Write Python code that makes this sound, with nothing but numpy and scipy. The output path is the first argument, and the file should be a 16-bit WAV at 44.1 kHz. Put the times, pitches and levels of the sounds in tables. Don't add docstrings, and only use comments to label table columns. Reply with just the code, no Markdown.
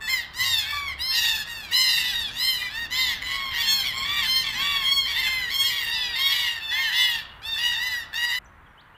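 import sys
import numpy as np
from scipy import signal
from scipy.fft import rfft, irfft, next_fast_len
from scipy.io import wavfile
from scipy.ndimage import map_coordinates

SR = 44100
rng = np.random.default_rng(int(sys.argv[2]) if len(sys.argv) > 2 else 0)


def master_out(mix):
    frames = np.transpose(np.atleast_2d(mix))
    ceiling = np.clip(frames, -1, 1)
    pcm = np.round(ceiling * 32767).astype(np.int16)
    wavfile.write(sys.argv[1], SR, pcm)


N = 395577

# (start [s], length [s], time to the top [s], top pitch [Hz], scoop up [semitones],
# sag after the top [semitones], level before the flock's gain [dB], fade by the end [dB],
# open-beak resonance [Hz], roughness [0-1], brightness [dB])
SCREECHES = [(0.0, 0.24, 0.01, 883, -4.5, 4.5, -35.1, 35, 2130, 0.02, 0),
             (0.074, 0.2, 0.035, 1057, 2.5, 5.5, -28.5, 29, 2280, 0, 6),
             (0.337, 0.31, 0.11, 1080.0, 3, 4, -36.5, 29, 1160.0, 0.12, 9.5),
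             (0.381, 0.072, 0.072, 1020, 1.6, -1, -28, 22, 1780, 0, 0),
             (0.422, 0.23, 0.033, 954, 4, 3, -32, 6.5, 3380, 0.15, 7.5),
             (0.59, 0.344, 0.21, 1154.0, 2.1, 2.33, -38.5, -2.5, 2290.0, 0.28, -1.7),
             (0.628, 0.184, 0.087, 882, 1.2, 1.5, -35.5, 10.0, 2130, 0.53, 1),
             (0.985, 0.24, 0.12, 1055.0, 2.5, 2.5, -33, 7, 4820, 0, 6),
             (1.104, 0.3, 0.093, 942, 1.6, 0.7, -33, 20.5, 2560, 0.32, 5),
             (1.126, 0.3, 0.059, 880.6, 3.8, 0.36, -38, -2, 2340, 0.15, 7.5),
             (1.128, 0.19, 0.095, 947, 0.8, 1.2, -39, 4, 3800, 0.03, 10.5),
             (1.24, 0.14, 0.046, 920, 5.3, 2, -30.5, 6, 3350, 0.13, -3.5),
             (1.458, 0.288, 0.035, 941, 0.7, 5.5, -39.5, 11.5, 2320, 0.22, 3),
             (1.705, 0.46, 0.063, 979, 1.7, 4, -32.5, 17, 2770, 0.36, 5),
             (1.721, 0.27, 0.079, 1037.0, 1.5, 1.5, -28, 13.5, 4700, 0.05, 5.5),
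             (1.861, 0.17, 0.1, 929, 0.9, 0.3, -35, 4, 3100, 0.01, 9.8),
             (1.968, 0.27, 0.062, 994, -1, 1.3, -34.5, 20, 2500, 0.29, 4.5),
             (2.01, 0.12, 0.048, 910, 0.0, 2, -40, -8, 3260, 0.12, 5.5),
             (2.114, 0.19, 0.045, 938, 1.1, 3, -36.5, 4.5, 3760, 0.16, 1.5),
             (2.308, 0.38, 0.089, 962, 2.5, 0.6, -40, 14.0, 2530, 0.47, 2.0),
             (2.352, 0.23, 0.12, 1045, 3.5, 1.0, -33, 40, 4630, 0.11, 6),
             (2.416, 0.21, 0.049, 1047, 0.9, 2.1, -35.5, 9, 3420, 0.02, 7.9),
             (2.572, 0.15, 0.05, 1210, -1.5, 1.5, -37, 17, 2400.0, 0, -5.9),
             (2.611, 0.089, 0.019, 1003, 1.0, 0.4, -33.0, 12.5, 1790, 0.03, -1),
             (2.686, 0.2, 0.15, 934, 3.1, 3, -35, 30, 2120, 0.18, -2.5),
             (2.906, 0.31, 0.098, 1036, 1, 4.5, -28, 22.5, 1500, 0.26, 0),
             (2.922, 0.24, 0.075, 933, 6, 3, -37, 10, 3900, 0.12, -0.5),
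             (3.083, 0.082, 0.004, 1100, 4, 2.5, -26, 25, 1820, 0.04, 0.5),
             (3.216, 0.215, 0.1, 1000.0, 0.0, 1.1, -34.5, 12, 2490, 0.55, 0),
             (3.262, 0.28, 0.128, 1098, 0.6, 1, -32.5, -1, 1240, 0.28, -8),
             (3.509, 0.39, 0.025, 957, 1.0, 5, -31, 10, 6330, 0.41, -16.5),
             (3.529, 0.11, 0.09, 1143, 6, 0.1, -29, 36, 2730, 0.46, 5),
             (3.614, 0.23, 0.12, 1082, 1.2, 0.8, -32.5, 6.5, 3780, 0, 8.5),
             (3.646, 0.18, 0.069, 867, 0.9, 2, -37, 21, 3760, 0.03, -6.5),
             (3.831, 0.098, 0.029, 1128, 2.5, 3.0, -29, 12, 2650.0, 0.45, 2.5),
             (3.913, 0.15, 0.045, 1070, 2.5, 0.0, -29.5, 3.5, 1310, 0.46, -4),
             (4.001, 0.23, 0.17, 1172, 1.8, 1.4, -25.5, -5, 1600, 0.26, -14),
             (4.048, 0.229, 0.13, 947, 1, 2.1, -35.5, -4, 2430, 0.66, 1),
             (4.239, 0.21, 0.14, 1050.0, 0.6, 1.2, -31.5, 21, 3570, 0, 7),
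             (4.345, 0.3, 0.053, 919, 0.5, 3, -38.5, 0.5, 2280, 0.3, 4.5),
             (4.441, 0.078, 0.0033, 1137, -0.5, 2, -20, 18, 1580.0, 0.4, -12.5),
             (4.535, 0.37, 0.15, 1153, 4, 2.5, -25, 12, 1370, 0.18, -8.5),
             (4.565, 0.296, 0.12, 929, 1.4, 1.3, -35, 9.5, 2370.0, 0.6, -1),
             (4.825, 0.29, 0.13, 1103, 0.84, 2, -28, 22.5, 3730, 0, 1),
             (5.057, 0.11, 0.034, 1131, 4, 2, -27.5, 16.5, 1840.0, 0.37, -1.8),
             (5.073, 0.37, 0.064, 935, -0.6, 3, -38.5, 3, 2380, 0.45, -2),
             (5.111, 0.17, 0.09, 902, 1.2, 1.1, -38.5, -10, 3640, 0.2, 2.5),
             (5.161, 0.058, 0.057, 1067, 2.5, -4, -25.5, 17, 1820, 0, -0.5),
             (5.207, 0.3, 0.098, 1047, 1.3, 2, -31.5, 8.5, 1770, 0.11, -1.5),
             (5.489, 0.051, 0.057, 1137.0, 4, 1.5, -28, 7, 2840, 0.17, 1.5),
             (5.518, 0.2, 0.12, 1086, 0.6, 1.1, -31.5, 2, 3460, 0.08, 6.5),
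             (5.609, 0.29, 0.0706, 971.4, 2, 1.4, -38, 1, 2560, 0.34, 5.5),
             (5.693, 0.15, 0.045, 1156, 1.5, 3, -32, 5, 2760, 0.55, -4),
             (5.842, 0.29, 0.016, 939, 0, 3.5, -34.5, 5.5, 3230, 0.27, -0.5),
             (5.866, 0.34, 0.13, 994.4, 2.5, 2.0, -34, 7.5, 4840, 0, -6.5),
             (6.124, 0.229, 0.12, 944, 2.0, 1.6, -36.5, 0, 4000.0, 0, -4.5),
             (6.152, 0.26, 0.14, 1101, 1.5, 1.0, -29, 29, 2710.0, 0.23, 2),
             (6.284, 0.32, 0.064, 977, 0.9, 1.45, -32.5, 9.5, 2630, 0.32, 0.5),
             (6.291, 0.21, 0.013, 1183, 0.8, 2.8, -32.5, 5, 1970, 0.4, -0.5),
             (6.334, 0.19, 0.037, 936, 0.0, 2.5, -38.5, 16.0, 3460, 0.11, 7),
             (6.6, 0.217, 0.039, 885, 0.5, 1.5, -38, 3, 3230, 0.03, -1.5),
             (6.694, 0.17, 0.12, 1070, 3.5, 1.4, -31, 27, 2310.0, 0.1, -2.2),
             (6.713, 0.2, 0.13, 919.0, 2, 2.5, -32.0, 3.5, 1550, 0.06, -14),
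             (6.816, 0.17, 0.045, 1020, 1, 0.7, -37, 16, 3320, 0.09, 4),
             (6.879, 0.23, 0.12, 1037, 2.5, 0, -35, 7, 2300.0, 0, -6),
             (6.912, 0.33, 0.078, 875, 1.5, 2.5, -37, 16.5, 3300, 0.08, 7),
             (6.914, 0.288, 0.106, 984.5, 2.1, 2.06, -29.5, 9.5, 2520, 0.14, -3),
             (6.943, 0.13, 0.023, 952, 0.1, 1, -40, 3, 3240.0, 0.1, 1.5),
             (7.418, 0.22, 0.079, 911, 3, 2, -37.5, 6, 3330, 0.11, -1.5),
             (7.562, 0.2, 0.09, 966, 1.7, 0.4, -30.5, 10.5, 2710, 0.24, 1.5),
             (7.618, 0.22, 0.049, 940, 0.4, 1.3, -34.5, 16, 3230, 0.1, -0.5),
             (7.709, 0.25, 0.12, 930, 4, 2, -36.5, 5, 1360, 0.2, -7.5),
             (7.754, 0.3, 0.13, 1004, 2.5, 2.5, -35.5, 13.5, 1790.0, 0.02, 4),
             (8.129, 0.237, 0.12, 960.0, 1.8, 1.0, -30.5, 10.5, 2300, 0.28, 1.2),
             (8.289, 0.11, 0.095, 998, 0.4, 2, -32.5, 16.0, 2400, 0.11, -1.5)]
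# (frequency [Hz], relative gain [dB])
THROAT_GAIN = [(800, -16), (1100, -14.5), (1400, -13.5), (1900, 0), (2400, -11), (3000, -2.5), (4000, -3),
               (5200, -10), (6300, -19.5), (7500, -17), (9000, -26.5), (11500, -22.5), (13500, -18.5),
               (15500, -23)]
# (frequency [Hz], time to decay by 60 dB [s])
TREE_DECAY = [(500, 0.097), (3000, 0.61), (12000, 0.067)]
# (time [s], level [dB])
RUMBLE_COURSE = [(0, -50.5), (1.5, -49.5), (2.5, -48.5), (3.6, -48.5), (5.6, -48), (6.8, -53), (7.8, -51.5),
                 (8.97, -58)]
# (frequency [Hz], density [dB per Hz])
RUMBLE_SPECTRUM = [(13, -34), (22, 0), (59, 3.5), (146, -4.5), (241, -10.5), (318, -12), (600, -17),
                   (780, -17), (1320, -120)]
LEAF_SPECTRUM = [(200, -30), (500, -3.5), (1000, 7.5), (1850, 6), (2300, -3), (3500, -12.5), (5000, -27.5),
                 (15000, -26)]
# (start [s], length [s], first pitch [Hz], last pitch [Hz], level [dB])
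FALLING_HUM = [(.35, .7, 137, 66.1, -48.5)]
RISING_HUMS = [(1.5, 1.8, 217, 261, -64.5), (3.4, 1.4, 172, 184, -61), (3.4, 1.3, 231.7, 247.2, -63),
               (4.8, 1.4, 430, 452, -66.5)]
FALLING_WHISTLE = [(.72, .21, 1167, 1092, -33), (.76, 0.2, 2340, 2090, -40)]
SONGBIRD_NOTES = [(8.443, .012, 7900, 5700, -61.5), (8.454, 0.022, 5900, 6400, -59),
                  (8.66, 0.026, 3380, 2510, -60), (8.68, .1, 5820, 4900, -84),
                  (8.775, 0.043, 2950, 5100, -53), (8.945, 0.033, 2850, 3500, -55)]

CHORUS_END_S, TOP_HZ = 8.39, 15550
SCOOP_BEND, SAG_BEND = 2.25, 1.67
ATTACK_S, ATTACK_DB, EDGE_S = 0.026, 10, .02
BEAK_SHUT_HZ, BEAK_OPENS_S, BEAK_CLOSE_BEND = 1570, 0.014, 5.1
BEAK_TRAVEL = 0.88
TREMBLE_DB, TREMBLE_RATE = 1.38, 55
SWELL_DB_PER_SEMITONE = 1.15
END_ROUGH = 0.15
TREBLE_UNEVEN_DB, TREBLE_FROM_HZ = 3, 6000
FRAY = .0052
RELEASE_S, DROOP_SEMITONES = 0.062, 1.2
TAIL_DB = -11


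def amp(db):
    return 10 ** (np.asarray(db) / 20)


def unit(x):
    return x / np.sqrt(np.mean(x ** 2) + 1e-20)


def along(points, hz):
    f, value = np.transpose(points)
    return np.interp(np.log(hz + 1), np.log(f + 1), value)


def wobble(n, rate):
    knots = rng.standard_normal(int(n * rate / SR) + 4)
    return map_coordinates(knots, [np.arange(n) * rate / SR], order=2)


def filtered(x, response):
    m = next_fast_len(N + SR // 2)
    return irfft(rfft(x, m) * response(np.fft.rfftfreq(m, 1 / SR)), m)[:N]


def noise(spectrum):
    return unit(filtered(rng.standard_normal(N), lambda hz: amp(along(spectrum, hz))))


def add(track, start, sound):
    part = track[round(start * SR):][:len(sound)]
    part += sound[:len(part)]


def gate(t, length, edge):
    return np.sin(np.pi / 2 * np.clip(np.minimum(t, length - t) / edge, 0, 1)) ** 2


def arch(t, length, rise, scoop, sag):
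    rise = np.clip(rise, length / 20, length * 19 / 20)
    climb = np.clip(1 - t / rise, 0, 1)
    fall = np.clip((t - rise) / (length - rise), 0, 1)
    semitones = -max(scoop, 0) * climb ** SCOOP_BEND - sag * fall ** SAG_BEND
    return semitones, fall


def screech(length, rise, top_hz, scoop, sag, peak_db, fade_db, open_hz, rough, bright_db,
            beak_db=10.5, beak_octaves=0.21,
            push_db=15,
            edge_rough=0.51, settle=0.031,
            waver=0.0031, rasp_hz=160, smear=0.61, count=17):
    t = np.arange(-EDGE_S / 2, length + RELEASE_S / 2, 1 / SR)
    n, age = len(t), np.maximum(t, 0)

    semitones, fall = arch(age, length, rise, scoop, sag)
    letting_go = np.clip((t - length) / RELEASE_S + .5, 0, 1)
    semitones = semitones - DROOP_SEMITONES * letting_go ** 2
    pitch = top_hz * 2 ** (semitones / 12)
    level_db = peak_db - ATTACK_DB * np.exp(-age / ATTACK_S) - fade_db * fall ** 2
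    level_db += TREMBLE_DB * wobble(n, TREMBLE_RATE)
    level_db += SWELL_DB_PER_SEMITONE * semitones * (age < rise)
    shut = BEAK_TRAVEL * np.maximum(np.exp(-age / BEAK_OPENS_S), fall ** BEAK_CLOSE_BEND)
    beak_hz = open_hz * (BEAK_SHUT_HZ / open_hz) ** shut

    rough = rough + edge_rough * np.exp(-age / settle) + END_ROUGH * fall ** 2
    flutter_hz = rasp_hz * (1 + 0.2155 * wobble(n, 70))
    flutter = np.sin(2 * np.pi * np.cumsum(flutter_hz) / SR)

    unsteady = waver * wobble(n, 70) + rough * (.028 * wobble(n, 600) + flutter / 50)
    unsteady += FRAY * wobble(n, 2600)
    phase = 2 * np.pi * np.cumsum(pitch * (1 + unsteady)) / SR

    tilt_db = bright_db + push_db * np.log2(pitch / top_hz)
    voice, colour = np.zeros(n), rng.standard_normal(count)
    for k in range(1, count + 1):
        hz = k * pitch
        beak = beak_db * np.exp(-.5 * (np.log2(hz / beak_hz) / beak_octaves) ** 2)
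        gain_db = along(THROAT_GAIN, hz) + beak + tilt_db * np.clip(np.log2(hz / 3000), 0, 1)
        if k * top_hz > TREBLE_FROM_HZ:
            gain_db += TREBLE_UNEVEN_DB * (colour[k - 1] - .5)
        knots = np.arange(0, n, SR // 45)
        fading = np.interp(np.arange(n), knots, rng.standard_normal(len(knots)))
        fading_db = min(.7 + .4 * k, 3.8) * fading
        voice += amp(gain_db + fading_db) * np.sin(k * phase + rng.uniform(0, 2 * np.pi))

    grit = 1 + rough * (flutter / 2 + smear * wobble(n, 400))
    grit += (0.0069 + 0.29 * rough) * wobble(n, 1800)
    ends = gate(t - t[0], np.inf, EDGE_S) * np.cos(np.pi / 2 * letting_go) ** 2
    return np.sqrt(2) * amp(level_db) * ends * voice * unit(grit)


def cockatoos(flock_db=-0.26):
    flock = np.zeros(N)
    for start, *call in SCREECHES:
        add(flock, max(start - EDGE_S / 2, 0), screech(*call))
    return amp(flock_db) * flock


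def trees(x):
    hz, t, z = signal.stft(rng.standard_normal(SR // 2), SR, nperseg=256)
    decay_db = -60 * t / along(TREE_DECAY, hz)[:, None]
    tail = signal.istft(z * amp(decay_db), SR, nperseg=256)[1]
    return signal.fftconvolve(x, tail / np.linalg.norm(tail))[:N]


def air(leaves_db=-54, gust_db=1.0):
    level_db = np.interp(np.arange(N) / SR, *np.transpose(RUMBLE_COURSE))
    rumble = amp(level_db + gust_db * wobble(N, 9.1)) * noise(RUMBLE_SPECTRUM)
    return rumble + amp(leaves_db) * noise(LEAF_SPECTRUM)


def glides(notes, bend, edge, fade_db):
    track = np.zeros(N)
    for start, length, first_hz, last_hz, level_db in notes:
        t = np.arange(0, length, 1 / SR)
        pitch = first_hz * (last_hz / first_hz) ** ((t / length) ** bend)
        level = amp(level_db - fade_db * (t / length) ** 2) * gate(t, length, edge)
        phase = 2 * np.pi * np.cumsum(pitch) / SR
        add(track, start, np.sqrt(2) * level * np.sin(phase))
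    return track


def hums(drift_db=3):
    low = glides(FALLING_HUM, bend=.55, edge=0.037, fade_db=0)
    low += glides(RISING_HUMS, bend=0.98, edge=0.091, fade_db=-4.5)
    return low * amp(drift_db * wobble(N, 12))


def whistle():
    return glides(FALLING_WHISTLE, bend=1.3, edge=.015, fade_db=15)


def songbird_chirps():
    return glides(SONGBIRD_NOTES, bend=2.1, edge=.005, fade_db=9)


def scene():
    flock = cockatoos() + whistle()
    chorus = flock + amp(TAIL_DB) * trees(flock) + amp(-51.0) * noise(LEAF_SPECTRUM)
    lasting = np.clip((CHORUS_END_S - np.arange(N) / SR) / 0.00343, 0, 1)
    songbird = songbird_chirps()
    mono = chorus * lasting + air() + hums() + songbird + amp(-10) * trees(songbird)
    return np.array([mono, mono])


def record(dry):
    return np.array([filtered(channel, lambda hz: hz < TOP_HZ) for channel in dry])


dry = scene()
out = record(dry)
master_out(out)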